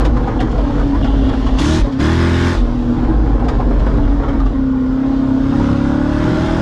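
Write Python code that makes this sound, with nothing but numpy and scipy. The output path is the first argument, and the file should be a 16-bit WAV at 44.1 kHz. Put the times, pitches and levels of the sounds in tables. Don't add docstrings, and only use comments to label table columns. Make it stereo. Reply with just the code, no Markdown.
import sys
import numpy as np
from scipy import signal
from scipy.fft import rfft, irfft, next_fast_len
from scipy.io import wavfile
from scipy.ndimage import uniform_filter1d, minimum_filter1d

SR = 44100
rng = np.random.default_rng(int(sys.argv[2]) if len(sys.argv) > 2 else 0)


def persist_wave(psi):
    counts = np.round(np.clip(psi, -1, 1) * 32767).astype(np.int16)
    wavfile.write(sys.argv[1], SR, np.atleast_2d(counts).T)


def voltage_ratio(level):
    return 10 ** (np.asarray(level, float) / 20)


N = 291501

# [f/Hz, level/dB]
CRACKLE_COLOUR = [(210, -41.5), (350, -24.5), (411, -6.5), (572, -7), (605, -14), (694, -12.5), (771, -8.5),
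                  (829, -8), (898, -9.5), (1400, -14), (1590, -16.5), (1750, -20), (2400, -29.5),
                  (3120, -50.5), (5280, -120)]
# [f/Hz, level/dB]
RASP_COLOUR = [(1120, -14.5), (1900, -1.5), (2100, -2.5), (2380, -8.5), (3190, -8.5), (3470, -7),
               (4550, -15), (4990, -11.5), (5670, -17.5), (6770, -20.5), (8370, -28), (9720, -31),
               (10400, -37.5), (13500, -44), (22000, -120)]
# [f/Hz, level/dB]
ROAD_COLOUR = [(1060, -26.5), (1800, 4.5), (1940, 0), (2410, -4.5), (2730, -3.5), (3330, -1.5), (4240, -7),
               (5050, -9), (5810, -12.5), (7510, -19.5), (8320, -26.5), (9770, -27.5), (10400, -35.5),
               (13500, -45), (22000, -120)]


def unit(x):
    return x / np.sqrt(np.mean(x ** 2) + 1e-20)


def along(points, hz):
    f, v = np.transpose(points)
    return np.interp(np.log(hz + 1), np.log(f + 1), v)


def curves(rows):
    s, *cols = np.transpose(rows)
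    return [np.interp(np.arange(N) / SR, s, c) for c in cols]


def wobble(rate):
    knots = rng.standard_normal(int(N / SR * 200))
    return np.interp(np.arange(N) * rate / SR, np.arange(len(knots)), knots)


def filtered(x, response):
    m = next_fast_len(N + SR // 2)
    return irfft(rfft(x, m) * response(np.fft.rfftfreq(m, 1 / SR)), m)[..., :N]


def resonances(modes):
    def response(f):
        total = 0
        for k, (centre, width, db) in enumerate(modes):
            damping = 1j * f * width
            total = total + (-1) ** k * voltage_ratio(db) * damping / (centre * centre - f * f + damping)
        return total
    return response


def soft(f, top_hz):
    return 1 / (1 + 1j * f / top_hz) ** 4


def coloured(spectrum, source):
    return unit(filtered(source, lambda hz: voltage_ratio(along(spectrum, hz))))


def hiss(spectrum, gate):
    return coloured(spectrum, gate * rng.standard_normal(N))


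def firings(crank, spread_db, steady=0):
    at = np.flatnonzero(np.diff(np.floor(crank * 8 / (2 * np.pi))) > 0)
    draw = rng.standard_normal((len(at), 2))
    cylinder = np.array([1.6, -.4, 1.1, .2, 1.5, .1, .5, -.7])[np.arange(len(at)) % 8]
    share = (steady * np.ones(N))[at]
    blows = np.zeros(N)
    blows[at] = share * cylinder + (1 - share) * draw[:, 0] * voltage_ratio(spread_db * draw[:, 1])
    return blows


def pedal():
    # [start t/s, glide t/s, throttle (0 shut, 1 light, 2 half, 3 wide), misfire share (0-1)]
    foot = [(0, 0, 0, .75), (.5, .12, .6, .36), (1.0, .05, .6, .38), (1.4, .14, .3, .5),
            (1.568, .03, 2.9, .16), (1.66, .13, 2.9, .16), (1.8, .025, 1, .6), (1.89, .04, 1, .15),
            (1.985, .02, 3, .1), (2.08, .25, 3, .09), (2.53, .09, 0, .17), (2.93, .05, 0, .6),
            (3.1, .9, .3, .62), (4.0, .15, .8, .42), (4.4, .05, .5, .8), (4.51, .04, 1, .06),
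            (4.85, .15, 1.3, .1), (5.4, .2, 2, .07), (5.7, .2, 2, .05), (6.0, .35, 2.3, .1)]
    roar_db = [-45, -43.5, -42, -42, -29.5, -33, -46, -45.5, -32, -32, -45.5, -47, -46, -47.5, -49.5, -49,
               -46.5, -40.5, -43.5, -37]
    moves = np.column_stack([foot, roar_db])
    rows, old = [], moves[0, 2:]
    for start, takes, *new in moves:
        rows += [(start, *old), (start + takes, *new)]
        old = new
    throttle, misfire, flow_db = curves(rows)
    linger_t60_s = 0.192
    keep = np.exp(-np.log(1000) / (linger_t60_s * SR))
    start_state = [keep * voltage_ratio(roar_db[0])]
    lingering = signal.lfilter([1 - keep], [1, -keep], voltage_ratio(flow_db), zi=start_state)[0]
    return throttle, misfire, 20 * np.log10(np.maximum(lingering, voltage_ratio(flow_db)))


def revs(throttle):
    # [t/s, four-stroke cycle f/Hz, firing tone level/dB with every cylinder burning]
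    wheel_speed = [(0, 41.72, -18), (.45, 40.36, -26), (.6, 36.29, -14), (1.23, 33.6, -11.5),
                   (1.55, 32.4, -15.5), (1.97, 33.01, -13.5), (2.2, 35.45, -18.5), (2.54, 36.63, -22.5),
                   (2.72, 40.48, -29), (3.07, 40.14, -21), (3.6, 36.36, -21.5), (4.03, 35.79, -13.5),
                   (4.85, 32.13, -13.5), (5.11, 33.82, -13.5), (5.34, 32.9, -11.5), (5.58, 34.65, -16),
                   (5.82, 34.84, -17.5), (6.61, 40.74, -19)]
    flare_hz, flare_s, lead_s = 6.8, .14, 0.02338
    cycle_hz, firing_db = curves(wheel_speed)
    size = int(flare_s * SR)
    wound = uniform_filter1d(np.clip(2.52 * (throttle - 2.4), 0, 1), size=size)
    flare = flare_hz * np.roll(wound, int(size / 2 - lead_s * SR))
    open_loss_db = 1 * np.clip(throttle - 2, 0, 1)
    return cycle_hz + flare, firing_db - open_loss_db


def orders(crank, cycle_hz, firing_db, throttle, misfire):
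    # [multiple of cycle, level/dB]
    shut = [(1, -12), (2, -17.5), (3, -11.5), (4, -23.5), (5, -28), (6, 1), (7, -13), (8, -13.5),
            (9, -30.5), (10, -44), (11, -22.5), (12, -22), (13, -41), (14, -25), (15, -44.5), (16, -29.5),
            (17, -39.5), (18, -32.5), (19, -37.5), (20, -26)]
    easy = [(1, -19), (2, -13), (3, -18), (4, -14.5), (5, -31.5), (6, -22), (7, -14.5), (8, 0.5),
            (9, -33.5), (10, -38), (11, -27), (12, -30), (13, -45), (14, -24), (15, -27), (16, -29.5),
            (17, -40.5), (18, -28.5), (19, -41), (20, -35)]
    light = [(1, -16.5), (2, -14.5), (3, -15.5), (4, -9.5), (5, -18.5), (6, -19), (7, -6), (8, 4.5),
             (9, -9.5), (10, -16.5), (11, -36), (12, -26), (13, -24), (14, -27.5), (15, -21), (16, -24.5),
             (17, -35), (18, -20), (19, -48), (20, -17.5)]
    half = [(1, -16), (2, -6), (3, -6), (4, -9), (5, -5.5), (6, -8.5), (7, 0.5), (8, 1), (9, -6),
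            (10, -17.5), (11, -32), (12, -35), (13, -22.5), (14, -18), (15, -40.5), (16, -11), (17, -19),
            (18, -35.5), (19, -38), (20, -30)]
    wide_open = [(1, -10.5), (2, 3.5), (3, -5), (4, -7.5), (5, -3.5), (6, 0), (7, -18), (8, -4), (9, -9.5),
                 (10, -20.5), (11, -18.5), (12, -34.5), (13, -33), (14, -15.5), (15, -23.5), (16, -22),
                 (17, -37.5), (18, -44), (19, -27.5), (20, -18.5)]
    table_hz = [40.5, 32.8, 33.2, 36.4, 43]
    table_throttle = [0, 1, 1.3, 2, 3]
    # [f/Hz, level/dB]
    muffler = [(40, -24.5), (85, -6), (130, -3), (190, -8.5), (240, 2.5), (290, 3), (328, 2.5), (375, -2),
               (500, -10.5), (575, -8), (635, 0), (720, -14.5), (850, -14.5)]
    in_step = (7, 8, 9)

    tables = np.array([shut, easy, light, half, wide_open])[:, :, 1]
    tables = tables - along(muffler, np.outer(table_hz, np.arange(len(shut)) + 1))
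    tables = tables - tables[:, 7:8]
    firing_db = firing_db - along(muffler, 8 * cycle_hz)
    out, turn, spin = np.zeros((2, N)), np.exp(1j * crank), 1
    at = np.arange(0, N, 32)
    for k, levels in enumerate(tables.T, 1):
        loose = np.minimum(1, misfire * (1.7 if k < 7 else 1 if k < 10 else 1.8))
        size_db = firing_db[at] + along(muffler, k * cycle_hz[at])
        size_db = size_db + np.interp(throttle[at], table_throttle, levels)
        if k in (5, 6):
            size_db = size_db - 12.5 * misfire[at]
        size = np.interp(np.arange(N), at, voltage_ratio(size_db))
        spin = spin * turn
        offset = k % 2 * np.pi / 2 + .5 * rng.uniform(0, 2 * np.pi)
        if k in in_step:
            offset = 0
        shake = 1 - loose + 0.88 * loose * (wobble(28) + 1j * wobble(28))
        line = size * shake * spin * np.exp(1j * offset)
        lag = np.exp(.00006j * min(k, 8) ** 4 * (1 + 0.47 * rng.standard_normal()))
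        out += np.sqrt(2) * np.array([(line * lag).real, (line / lag).real])
    return out


def throb(crank):
    # [t/s, f/Hz,
    # level/dB]
    air_swing = [(0, 55.4, -11.5), (.24, 46.8, -17), (.53, 44.3, -14.5), (.9, 48.76, -15),
                 (1.05, 45.48, -12), (1.4, 53.07, -16.5), (1.58, 46.67, -14), (1.76, 71.5, -26.5),
                 (1.83, 43.06, -5.5), (1.95, 43.4, -42), (2.52, 76, -27.5), (2.59, 41.9, -7),
                 (2.75, 40.52, -19.5), (3.05, 48.84, -14.5), (4.1, 46.82, -13.5), (4.48, 42.3, -14),
                 (4.7, 41.6, -23.5), (6.61, 41.77, -24.5)]
    # [f/Hz, width/Hz, level/dB]
    boom = [(49.7, 21.2, 9), (24, 27, -2)]
    throb_hz, throb_db = curves(air_swing)
    phase = 2 * np.pi * np.cumsum(throb_hz + 4 * wobble(25)) / SR
    swing = np.sqrt(2) * np.sin(phase) * voltage_ratio(2.0 * wobble(45))
    blows = firings(crank, spread_db=0.0)
    knocks = unit(filtered(blows, lambda f: resonances(boom)(f) * soft(f, top_hz=274)))
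    return voltage_ratio(throb_db - .4) * (.74 * swing + .58 * knocks)


def burble(crank, burble_db, misfire):
    # [f/Hz, width/Hz, level/dB]
    pipe_modes = [(117.3, 26, -0.5), (242.8, 14.2, 3), (280.3, 9.3, 2.5), (319.8, 24, -0.5),
                  (407.4, 22, -6.5), (450.6, 22, -8.5), (495, 25, -7), (566.6, 25, -8), (720, 24, -7),
                  (812, 25, -7), (1062, 40, -1.5)]
    blows = firings(crank, spread_db=1)
    pipes = unit(filtered(blows, lambda f: resonances(pipe_modes)(f) * soft(f, top_hz=900)))
    return voltage_ratio(burble_db) * misfire ** 0.39 * pipes


def backfires(crank):
    # [t/s, low crack level/dB, puff level/dB]
    pops = [(0.001, -10, -33.5), (0.047, -14, -24.5), (0.164, -14, -37.5), (0.272, -14, -38),
            (0.401, -10, -26), (0.23, -17.5, -46), (0.511, -28, -37.5), (0.576, -16, -38),
            (0.634, -23, -50), (0.693, -16.5, -52), (0.791, -13, -37), (0.941, -14.5, -41),
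            (1.042, -12.5, -32), (1.123, -28.5, -52), (1.16, -33, -53), (1.288, -16.5, -34),
            (1.329, -15, -50), (1.462, -15.5, -32.5), (1.611, -28, -18), (1.92, -31, -36), (2.99, -22, -48),
            (3.04, -22, -47), (3.085, -33, -56), (3.199, -17, -53), (3.256, -20, -48), (3.395, -19.5, -41),
            (3.442, -22, -39), (3.482, -11.5, -28), (3.598, -11.5, -40), (3.706, -16.5, -44),
            (3.793, -17.5, -39.5), (3.859, -12.5, -39), (3.938, -22.5, -52), (4.196, -14, -57),
            (4.229, -16.5, -43), (4.282, -14, -37.5), (4.328, -15, -46.5), (4.396, -23, -39.5),
            (4.457, -34, -39)]
    bright, dull, low = np.zeros((3, N + SR))
    t = np.arange(SR // 5) / SR

    def puff(rise_s, t60_s):
        return (1 - np.exp(-t / rise_s)) * voltage_ratio(-60 * t / t60_s)

    for s, low_db, puff_db in pops:
        start = round(s * SR)
        target = bright if puff_db > -31 else dull
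        target[start:][:len(t)] += voltage_ratio(puff_db + 3.5) * puff(0.0041, 0.098)
        low[start:][:len(t)] += voltage_ratio(low_db - 7.5) * puff(0.0059, 0.2)
    bright, dull, low = bright[:N], dull[:N], low[:N]
    knock = burble(crank, 7.7, 1.0) * bright
    return bright * hiss(RASP_COLOUR, 1) + dull * hiss(ROAD_COLOUR, 1) + low * hiss(CRACKLE_COLOUR, 1) + knock


def tailpipes(crank, crackle_db, rasp_db, throttle, misfire):
    # [f/Hz, level/dB]
    snarl = [(240, -41), (400, -16), (498, -1), (534, -0.5), (615, -4), (650, -10), (676, -38), (809, 4.5),
             (1170, 0), (1460, -5), (2090, -7), (2260, -46), (2600, -25), (3380, -47), (5720, -120)]
    # [f/Hz, level/dB]
    pull = [(240, -28), (400, -20), (615, -0.5), (676, -15), (803, -3), (1240, -9), (1460, -6),
            (2240, -38.5), (2600, -24), (3380, -58), (5720, -120)]
    # [f/Hz, level/dB]
    rasp_facing = [(1120, -15), (1900, -8.5), (2400, -11.5), (2800, -10), (3400, -6), (3900, -9.5),
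                   (4500, -13), (5500, -12), (6300, -13.5), (8370, -24.5), (9720, -25.5), (10400, -35),
                   (13500, -47), (22000, -120)]

    facing = np.arange(N) < 1.9 * SR
    pulse = 1 + .35 * np.cos(8 * crank) + .2 * np.cos(2 * crank)
    clumps = voltage_ratio(misfire * (1.0 * wobble(18) + .8 * wobble(90)))
    wide = np.clip((throttle - 1) / 1.5, 0, 1) ** 1.5
    steady = np.clip(.55 - misfire - .15 * wide, 0, 1)

    def fronts(spectrum):
        blows = unit(firings(crank, 0, steady))
        grit = (1.15 - .5 * steady) * pulse * rng.standard_normal(N)
        return coloured(spectrum, clumps * (1 + .1 * np.cos(crank)) * (blows + grit))

    loaded = np.where(throttle > 2.4, voltage_ratio(0.5 * facing) * fronts(snarl), voltage_ratio(6) * fronts(pull))
    crackle = np.sqrt(wide) * loaded + np.sqrt(1 - wide) * fronts(CRACKLE_COLOUR)
    to_window = hiss(rasp_facing, pulse * voltage_ratio(0.55 * wobble(60)))
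    to_road = hiss(RASP_COLOUR, pulse * voltage_ratio(0.55 * wobble(60)))
    rasp = np.sqrt(wide) * np.where(facing, to_window, to_road)
    road = np.sqrt(1 - wide) * hiss(ROAD_COLOUR, np.sqrt(clumps) * voltage_ratio(1.0 * wobble(8.2)))
    return voltage_ratio(crackle_db) * crackle + voltage_ratio(rasp_db + 3.0) * (1.225 * rasp + 0.89 * road)


def spits():
    # [t/s, peak level/dB, ring f/Hz]
    rings = [(0.051, -15, 988), (0.167, -16, 1195), (0.229, -27, 640), (0.270, -13, 793), (0.359, -14, 882),
             (0.394, -7, 720), (0.582, -9, 644), (0.632, -12, 593), (0.692, -20, 816), (0.787, -17, 664),
             (0.929, -12, 1005), (1.04, -13, 675), (1.079, -15.5, 816), (1.123, -18, 815),
             (1.189, -15, 745), (1.328, -11, 830), (1.464, -7.5, 1110), (1.843, -9, 570), (2.989, -28, 840),
             (3.039, -25, 850), (3.079, -16, 860), (3.253, -22, 728), (3.419, -9.5, 810), (3.464, -10, 720),
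             (3.594, -8, 714.8), (3.704, -12.5, 697), (3.729, -16, 1000), (3.793, -14.5, 606),
             (3.862, -27, 1070), (3.989, -16.5, 880), (4.196, -17, 685), (4.276, -14, 1236),
             (4.33, -21, 561.8), (4.399, -15, 1196), (4.459, -13, 1136), (5.596, -11, 923)]
    ring_db, t60_s, rise_s = -7.5, 0.11, 0.0015
    out, t = np.zeros(N + SR), np.arange(SR // 8) / SR
    for s, db, hz in rings:
        drift = uniform_filter1d(np.cumsum(rng.standard_normal(len(t))), size=60)
        waver = 0.99 * drift / np.sqrt(SR * 0.011)
        shape = voltage_ratio(db + ring_db - 60 * t / t60_s) * (1 - np.exp(-t / rise_s)) ** 2
        out[round(s * SR):][:len(t)] += shape * np.sin(2 * np.pi * hz * t + waver)
    return out[:N]


def alongside():
    # [t/s, peak level/dB]
    joints = [(.39, -31), (1.025, -32.5), (1.07, -38), (1.29, -41), (1.46, -45), (1.585, -25), (3.79, -46),
              (3.865, -42), (4.03, -42), (4.233, -40), (4.282, -39), (4.395, -43), (4.46, -47)]
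    # [f/Hz, width/Hz, level/dB]
    tyre_modes = [(2790, 310, 0), (3470, 530, -1)]
    beside_s, span_s, pass_db = 1.34, 0.33, -43
    joint_rise_s, joint_t60_s = 0.003, 0.18
    t = np.arange(N) / SR
    swell = voltage_ratio(pass_db - 6.6 * ((t - beside_s) / span_s) ** 2 + 1.1 * wobble(5))
    slaps, after = np.zeros(N + SR), t[:SR // 4]
    for s, db in joints:
        slap = voltage_ratio(db - 60 * after / joint_t60_s) * (1 - np.exp(-after / joint_rise_s))
        slaps[round(s * SR):][:len(after)] += slap
    tyres = unit(filtered(rng.standard_normal(N), lambda f: resonances(tyre_modes)(f) ** 2))
    return (swell + slaps[:N]) * tyres


def brass(crank, throttle, misfire):
    # [f/Hz, width/Hz, level/dB]
    upper_modes = [(680, 60, -6.5), (850, 120, -3.5), (1070, 160, -0.5), (1440, 81, 2), (1675, 170, 0.5),
                   (1820, 130, -4)]
    # [throttle (0-3), level/dB]
    loudness = [(0, -60.5), (1, -40.5), (1.3, -40.5), (2, -36.5), (3, -24)]
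    k = np.arange(20, 49)
    scatter_db = 4.5 * rng.standard_normal((3, len(k)))
    phase = rng.uniform(0, 2 * np.pi, (3, len(k)))
    lines = np.zeros((3, 1025), complex)
    lines[:, k] = voltage_ratio(scatter_db) * np.exp(1j * phase)
    turn = (crank / (2 * np.pi) + .0012 * wobble(40)) % 1 * 2048
    mid, side = [np.interp(turn, np.arange(2048), cycle) for cycle in irfft(lines[:2])]
    ports = unit(filtered(np.array([mid + 0.28 * side, mid - .45 * side]), resonances(upper_modes)))
    level_db = np.interp(throttle, *np.transpose(loudness)) - 32.5 * misfire + 1.3 * wobble(44)
    return voltage_ratio(level_db) * ports


def rival():
    # [t/s, four-stroke cycle f/Hz, level/dB]
    rival_revs = [
        (5.35, 28.38, -66.5),
        (5.47, 29.89, -27.5),
        (5.6, 32.81, -31),
        (5.72, 36.6, -26),
        (5.82, 37.3, -53),
        (6.15, 36.74, -60),
        (6.26, 40.35, -21.5),
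        (6.45, 42.7, -27),
        (6.61, 40.97, -27.5),
    ]
    # [multiple of cycle, level/dB]
    rival_tones = [(2, -3.5), (3, 3), (4, 3.5), (5, -1.5), (6, -13.5), (8, -5), (9, -2.5), (12, -7),
                   (15, -28)]
    cycle_hz, level_db = curves(rival_revs)
    crank = 2 * np.pi * np.cumsum(cycle_hz) / SR
    out = np.zeros(N)
    for k, db in rival_tones:
        out += voltage_ratio(level_db + db + 0.53 * wobble(30)) * np.sin(k * crank + rng.uniform(0, 2 * np.pi))
    return out


def cabin(x):
    # [f/Hz, likeness (0-1)]
    alike = [(60, 1), (190, .997), (260, .94), (500, .8), (1000, .56), (2000, .05), (4000, .55),
             (8000, .64), (12000, .4)]
    hz, t, z = signal.stft(x, SR, nperseg=4096, noverlap=3072)
    tails = uniform_filter1d(rng.standard_normal((2, 2048, len(t))), size=4, axis=2)
    tails *= voltage_ratio(-60 * np.arange(2048)[:, None] / SR / .06)
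    shared, own = rfft(tails / np.sqrt(np.mean(np.sum(tails ** 2, 1))), 4096, axis=1)
    turn = np.arccos(np.clip(along(alike, hz), 0, 1))[:, None] / 2
    ports = np.cos(turn) * (1.0 + .4 * shared) + 1.1 * np.sin(turn) * np.array([own, -own])
    return signal.istft(z * ports, SR, nperseg=4096, noverlap=3072)[1][:, :N]


def scene():
    # [f/Hz, level/dB]
    lean = [(60, .3), (125, .6), (200, .6), (270, 2.4), (500, .3), (1000, 5.2), (2000, 3.2), (4000, 0),
            (8000, .9), (12000, 7)]
    throttle, misfire, flow_db = pedal()
    cycle_hz, firing_db = revs(throttle)
    crank = 2 * np.pi * np.cumsum(cycle_hz) / SR
    above_quiet_db = flow_db + 49
    burble_db = -20.5 + 0.13 * above_quiet_db
    crackle_db = -34.5 + 0.3 * above_quiet_db + 1.5 * np.minimum(1, 2 * misfire)
    firing_db = firing_db - 11.5 * misfire

    outside = burble(crank, burble_db, misfire) + backfires(crank)
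    outside += tailpipes(crank, crackle_db, flow_db, throttle, misfire)
    outside += spits() + alongside() + rival()
    car = orders(crank, cycle_hz, firing_db, throttle, misfire) + throb(crank)
    car = car + brass(crank, throttle, misfire) + cabin(outside)
    return filtered(car, lambda hz: voltage_ratio(along(lean, hz) * np.array([[.5], [-.5]])))


def band_limit(x):
    return signal.sosfilt(signal.butter(12, 15050, fs=SR, output="sos"), x)


def record(dry):
    dry = voltage_ratio(0.27) * dry
    need = np.minimum(1, voltage_ratio(-2.8) / (np.abs(dry).max(0) + 1e-9))
    gain = uniform_filter1d(minimum_filter1d(need, size=900), size=900)
    self_noise = voltage_ratio(-77.5) * rng.standard_normal(dry.shape)
    return band_limit(dry * gain + self_noise)


dry = scene()
out = record(dry)
persist_wave(out)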